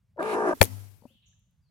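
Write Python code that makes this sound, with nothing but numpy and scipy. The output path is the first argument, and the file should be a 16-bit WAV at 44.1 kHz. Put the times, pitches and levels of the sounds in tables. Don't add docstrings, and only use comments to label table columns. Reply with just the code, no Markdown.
import sys
import numpy as np
from scipy import signal
from scipy.fft import rfft, irfft
from scipy.io import wavfile
from scipy.ndimage import uniform_filter1d

SR = 44100
rng = np.random.default_rng(int(sys.argv[2]) if len(sys.argv) > 2 else 0)


def inscribe(sig):
    pcm = np.round(np.clip(np.atleast_2d(sig).T, -1, 1) * 32767)
    wavfile.write(sys.argv[1], SR, pcm.astype(np.int16))


def undo_db(level):
    steps = np.asarray(level, float) / 20
    return 10 ** steps


N = 74970

# frequency in Hz, level in dB per Hz.
RUMBLE_TONE = [(25, -35.5), (60, -9.5), (105, -2), (140, -11.5), (240, -41), (500, -38), (2500, -44),
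               (16300, -54.5)]
# start in seconds, left level in dB, right level in dB, pitch in Hz, time to fall by 60 dB in seconds.
BUMPS = [(0.162, -46, -53, 575, 0.2), (0.228, -34, -33.5, 2350, 0.015), (.2285, -37, -48, 3640, .012),
         (.57, -47, -48, 423, .05), (.177, -34, -36, 520, .05), (.18, -35, -37, 930, .04),
         (.639, -27, -32, 450, .035), (.779, -52, -56, 780, .02), (.6142, -30, 2, 850, .005),
         (.6146, -30, -8, 2000, .004), (.6172, -30, -6, 650, .006), (.6268, -12, 1, 750, .0045),
         (.6275, -14, -8, 2200, .004), (.631, -34.5, -15.5, 372, 0.029), (.6375, -33, -25.5, 700, .01),
         (.84, -54.5, -58.5, 720, 0.027), (1.021, -51.5, -58.5, 900, 0.017), (1.036, -46.5, -69, 800, .02),
         (1.04, -49, -55, 544, 0.074), (1.103, -62.5, -69, 535, 0.12), (1.107, -53, -58, 220.8, 0.064),
         (1.151, -52, -58, 210, .05), (1.33, -72.5, -68.5, 1700, .04)]
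# time in seconds, effort in dB, low voice in Hz,
# high voice in Hz, share of the high voice in dB, beak opening in dB.
GROWL = [
    (.172, -57.5, 520.4, 900, -2, -62),
    (.197, -28.5, 309.5, 625.9, 5.5, -29.5),
    (.245, -30.5, 430.2, 628.8, -8, -18.5),
    (.315, -29, 430.3, 637.1, -9.5, -14),
    (.345, -27, 373.2, 638.8, -4, -16),
    (0.364, -26.5, 437.4, 664.8, -10.5, -22.5),
    (0.439, -26.5, 422.2, 665.2, -7, -25),
    (.49, -22, 359.4, 662.7, 2.5, -23.5),
    (.536, -29.5, 351.6, 634.5, 3, -22.5),
]
# frequency in Hz, width in Hz, level in dB.
THROAT = [(145, 110, -12), (233.7, 96, -3), (398, 370, -3), (654.4, 340, -7), (900, 250, -5),
          (1174, 170, -7.5), (1420, 120, -11), (1660, 230, -10.5)]
# frequency in Hz, width in Hz, level in dB, change as it narrows in dB.
BEAK = [(2420, 1160, 2, -5), (3750, 2000, -7.5, -10), (5550, 1700, -22, 10.5), (9100, 12400, -1.5, 0.5)]
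# frequency in Hz, left minus right in dB.
HEN_PAN = [(170, 3), (430, 3), (700, 3), (900, 0.5), (1200, -9), (1500, 4), (2400, 2), (5000, -2)]
# frequency in Hz, lead in radians.
HEN_LEAD = [(400, 0), (950, .2), (1150, 1.1), (1400, 2.1), (1850, 2.6), (2100, .4)]
# time in seconds, level in dB, left minus right in dB.
STRAW = [(0.202, -91, -17), (.51, -83, -11), (0.551, -50.5, -2), (.6, -53.5, 0.5), (0.653, -40, 1),
         (0.691, -51, 1.5), (.8, -55, 0.5), (0.878, -60.5, 5.5), (0.952, -74.5, 28), (1.019, -76, 18),
         (1.099, -84.5, 31.5), (1.25, -98, 11.5)]
# frequency in Hz, level in dB per Hz.
STRAW_TONE = [(150, 5), (230, 9), (450, -2), (1500, -6.5), (4000, -8), (8000, -8), (13000, -4),
              (16000, -14)]
# loudest moment in seconds, left level in dB, right level in dB,
# centre in Hz, length in seconds.
RATTLE = [(.229, -36, -36, 10000, .0008), (.612, -26, -30, 5000, .0012), (.6141, -3, -5, 8500, .0003),
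          (.617, 0, -11, 10500, .0004), (.6232, -15, -34, 12500, .0002), (.6243, -7, -26, 12500, .0003),
          (.6272, -30, -9, 6000, .0002), (.628, -16, -5, 8500, .0002), (.63, -4, -26, 12000, .0003),
          (.631, -8, -30, 11000, .0003), (.6389, -7, -33, 12500, .0004), (.6453, -10, -36, 12500, .0003),
          (.6538, -18, -42, 11500, .0003), (1.285, -76, -66, 12000, .001), (1.395, -76, -64, 12000, .001),
          (1.51, -78, -68, 12000, .001)]
# frequency in Hz, level in dB, time to fall by 60 dB in seconds.
CASE = [(110, -12, .03), (190, -11, .025), (900, -11, .016), (1480, -8, .014), (1800, -7, .014),
        (2360, -5, .014), (3330, -9, .012), (4500, -10, .01)]
# frequency in Hz, level in dB, time to fall by 60 dB in seconds.
HUM = [(99, -16, .2), (99.5, -23, 1.1), (258, -20, .26), (200, -28, .3)]
# start in seconds, left level in dB, right level in dB, pitch factor.
KNOCKS = [
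    (.779, -52, -56, 2.2),
    (1.02, -45, -53, .85),
    (1.0515, -33, -41, .98),
]
# frequency in Hz, level in dB, time to fall by 60 dB in seconds.
WOOD = [(249.5, 1, 0.046), (398, -12.5, 0.019), (582.4, -1, 0.029), (751, -2.5, 0.021), (961, -5, 0.02)]
# start in seconds, length in seconds, level in dB, start pitch in Hz, end pitch in Hz.
BIRDS = [
    (1.0, .009, -73, 4700, 4400),
    (1.062, 0.068, -70, 2350, 3700),
    (1.13, 0.0086, -64, 4550, 2480),
    (1.143, 0.048, -70, 3550, 2800),
    (1.219, 0.0081, -59.5, 4297, 2478),
    (1.252, .009, -59, 7650, 5750),
    (1.288, 0.008, -65, 7600, 5800),
    (1.61, 0.09, -84, 5020, 4000),
]


def evened(x):
    return x / np.sqrt(np.mean(x ** 2) + 1e-20)


def read(points, hz):
    f, value = np.transpose(points)
    return np.interp(np.log(hz + 1), np.log(f + 1), value)


def sides(left_db, right_db):
    return undo_db([[left_db], [right_db]])


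def add(mix, s, sound):
    part = mix[:, round(s * SR):][:, :sound.shape[1]]
    part += sound[:, :part.shape[1]]


def resonate(x, hz, width):
    turn = np.exp(2j * np.pi * hz * np.arange(x.shape[-1]) / SR)
    r = np.exp(-np.pi * width / SR)
    return 2 * (turn * signal.lfilter([1 - r], [1, -r], x / turn)).real


def resonate_twice(x, hz, width):
    return resonate(resonate(x, hz, width), hz, width)


def ring(modes, t, factor=1):
    return sum(undo_db(db - 60 * t / t60) * np.sin(2 * np.pi * hz * factor * t) for hz, db, t60 in modes)


def hiss(tone, patchy_db, flicker_db):
    frames, hz = N // 128 + 5, np.fft.rfftfreq(512, 1 / SR)
    a, b, c, d, patches = rng.standard_normal((frames, 257, 5)).T
    patches = uniform_filter1d(patches, size=8, axis=0)
    patches = evened(uniform_filter1d(patches, size=12, axis=1))
    flicker = evened(uniform_filter1d(rng.standard_normal(frames), size=3))
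    level_db = read(tone, hz)[:, None] + patchy_db * patches + flicker_db * flicker
    spectrum = np.array([a + 1j * b, c + 1j * d]) * undo_db(level_db)
    return evened(signal.istft(spectrum, nperseg=512, noverlap=384)[1][:, :N])


def tail(x, t60):
    t = np.arange(SR // 2) / SR
    signs = rng.choice([-1., 1.], (2, len(t)))
    present = rng.random((2, len(t))) < .05
    taps = signs * present * undo_db(-60 * t / t60) * (t > .003)
    return signal.fftconvolve(x[None], taps / np.linalg.norm(taps[0]), axes=1)[:, :N]


def rumble():
    floor = hiss(RUMBLE_TONE, patchy_db=1.5, flicker_db=.5)
    mic = signal.butter(4, [48.3], "high", fs=SR, output="sos")
    floor = signal.sosfilt(mic, floor)
    return undo_db(-68) * (floor + 0.57 * floor[::-1])


def bumps():
    out, t = np.zeros((2, N)), np.arange(SR) / SR
    for s, left_db, right_db, hz, t60 in BUMPS:
        soft_start = np.minimum(t * hz, 1)
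        add(out, s, sides(left_db, right_db) * ring([(hz, 0, t60)], t) * soft_start)
    return out


def growl():
    flutter_hz, flutter_wander, flutter_bend, jitter = 56, .03, .115, .03
    flutter_top_s = .393
    flutter_depth, level_lead = .22, 1.9
    weak_pulse, skew, throb, beat, rough = .25, .9, .9, .55, .2
    t, (s, *cols) = np.arange(N) / SR, np.transpose(GROWL)
    effort_db, low_hz, high_hz, share_db, beak_db = (np.interp(t, s, c) for c in cols)

    drift = evened(uniform_filter1d(rng.standard_normal((3, N)), size=150))
    wander = evened(uniform_filter1d(drift[1], size=900))
    beats = 2 * np.pi * np.cumsum(flutter_hz * (1 + flutter_wander * wander)) / SR
    beats = beats - beats[round(flutter_top_s * SR)]
    flutter = np.cos(beats)
    low_bend = flutter_bend * np.interp(t, [.3, .34], [.5, 1.1])
    low = np.cumsum(low_hz * (1 + low_bend * flutter + jitter * drift[0])) / SR
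    high = np.cumsum(high_hz * (1 + 0.27 * flutter_bend * flutter + jitter * drift[2])) / SR

    folds = 0
    for k in range(1, 7):
        folds = folds + np.cos(2 * np.pi * k * low + skew * k * k)
        folds = folds + weak_pulse * np.cos(np.pi * (2 * k - 1) * low - k * k)
    other = sum(np.cos(2 * np.pi * k * high - skew * k * k) for k in range(1, 4))
    other = undo_db(share_db) * other * (1 - throb * flutter)
    product = beat * 2 * np.cos(2 * np.pi * low) * other

    puffs = evened((0.35 + np.exp(-(low % 1) / 0.44)) * rng.standard_normal((3, N)))
    drive = (1 - rough) * evened(folds + other + product) + rough * puffs[2]
    drive = drive * (1 + flutter_depth * np.cos(beats + level_lead))
    throat = sum((-1) ** k * undo_db(db) * resonate_twice(drive, f, w) for k, (f, w, db) in enumerate(THROAT))
    throat = throat / np.sqrt(abs(uniform_filter1d(throat ** 2, size=2000)) + 1e-9)

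    narrowed = np.clip((t - 0.342) / 0.024, 0, 1)
    breath = puffs[:2] + 0.27 * drive
    beak = sum(undo_db(db + change_db * narrowed) * evened(resonate_twice(breath, f, w))
               for f, w, db, change_db in BEAK)
    level = undo_db(effort_db) * (t > s[0]) * np.clip((s[-1] - t) / 0.0022, 0, 1)
    last_pulse = ring([(263, -35, .08)], np.maximum(t - s[-1], 0))
    voice = level * throat + last_pulse

    f, side = np.fft.rfftfreq(N, 1 / SR), np.array([[.5], [-.5]])
    treble_edge = 1 + (f / 12000) ** 20
    heard = rfft(voice) * np.exp(1j * side * read(HEN_LEAD, f))
    heard = heard + rfft(level * undo_db(beak_db) * evened(beak)) / treble_edge
    nest_echo = undo_db(-12) * tail(voice, 0.025)
    return irfft(heard * undo_db(side * read(HEN_PAN, f)), N) + nest_echo


def straw():
    t, (s, db, pan_db) = np.arange(N) / SR, np.transpose(STRAW)
    level_db = np.interp(t, s, db, -120, -120) + np.array([[.5], [-.5]]) * np.interp(t, s, pan_db)
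    return undo_db(level_db) * hiss(STRAW_TONE, patchy_db=.5, flicker_db=.8)


def rattle():
    out, t = np.zeros((2, N)), np.arange(800) / SR
    for s, left_db, right_db, hz, length in RATTLE:
        grit = evened(resonate_twice(rng.standard_normal((2, 800)), hz, 7000))
        swell = (t / length) * np.exp(1 - t / length) / 2
        add(out, s - length, sides(left_db, right_db) * grit * swell)
    return out


def blow():
    peck_s, push_s, push_db = .6142, .6078, -11
    swing_db, swing_hold_s, swing_t60 = -1, .0058, .008
    out, t = np.zeros((2, N)), np.arange(SR) / SR
    push = (t / .003) ** 2 * np.exp(2 - 2 * t / .003)
    add(out, push_s, -sides(push_db, push_db - 25) * push)
    add(out, peck_s, sides(9, -22) * ring(CASE, t))
    swing_hz = 500 + 2130 * np.exp(-t / .0012)
    swing = np.sin(2 * np.pi * np.cumsum(swing_hz) / SR)
    swing = swing * undo_db(swing_db - 60 * np.maximum(t - swing_hold_s, 0) / swing_t60)
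    add(out, peck_s, swing * sides(0, -30))
    return out


def case_hum():
    out, t = np.zeros((2, N)), np.arange(SR) / SR
    fade = np.cos(np.pi * np.minimum(t / .47, 1) / 2)
    rise = np.minimum(t / .11, 1) ** 2
    hum = ring(HUM[:1], t) - (fade * ring(HUM[1:2], t) + ring(HUM[2:], t)) * rise
    add(out, .6142, hum * sides(0, -27))
    return out


def knocks():
    out, t = np.zeros((2, N)), np.arange(SR) / SR
    soft_start = np.minimum(t / .003, 1) ** 2
    for s, left_db, right_db, factor in KNOCKS:
        add(out, s, sides(left_db, right_db) * -ring(WOOD, t, factor) * soft_start)
    return out


def birds():
    dry = np.zeros((2, N))
    for s, length, db, start_hz, end_hz in BIRDS:
        u = np.arange(0, length, 1 / SR) / length
        whistle = np.sin(2 * np.pi * np.cumsum(start_hz + (end_hz - start_hz) * u) / SR)
        swell = np.sqrt(np.sin(np.pi * u ** 1.4))
        tremble = 1 + .3 * evened(uniform_filter1d(rng.standard_normal(len(u)), size=60))
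        in_the_open = length > .01
        add(dry, s, undo_db(db) * whistle * swell * tremble * np.array([[in_the_open], [1]]))
    return dry[0] * sides(2, -3) + undo_db(4) * tail(dry[1], .7)


def scene():
    hits = bumps() + rattle() + blow() + case_hum() + knocks()
    coop_echo = undo_db(-26) * tail(hits[1], 0.72)
    return rumble() + growl() + straw() + hits + coop_echo + birds()


def low_pass(x):
    return signal.sosfilt(signal.butter(12, 16430, fs=SR, output="sos"), x)


def record(dry):
    overloaded = np.clip(dry, -.93, .93)
    treble_cut = signal.firwin(255, 16300, fs=SR)
    mix = signal.oaconvolve(overloaded, treble_cut[None], "same")
    return low_pass(np.clip(mix, -1, 1))


dry = scene()
out = record(dry)
inscribe(out)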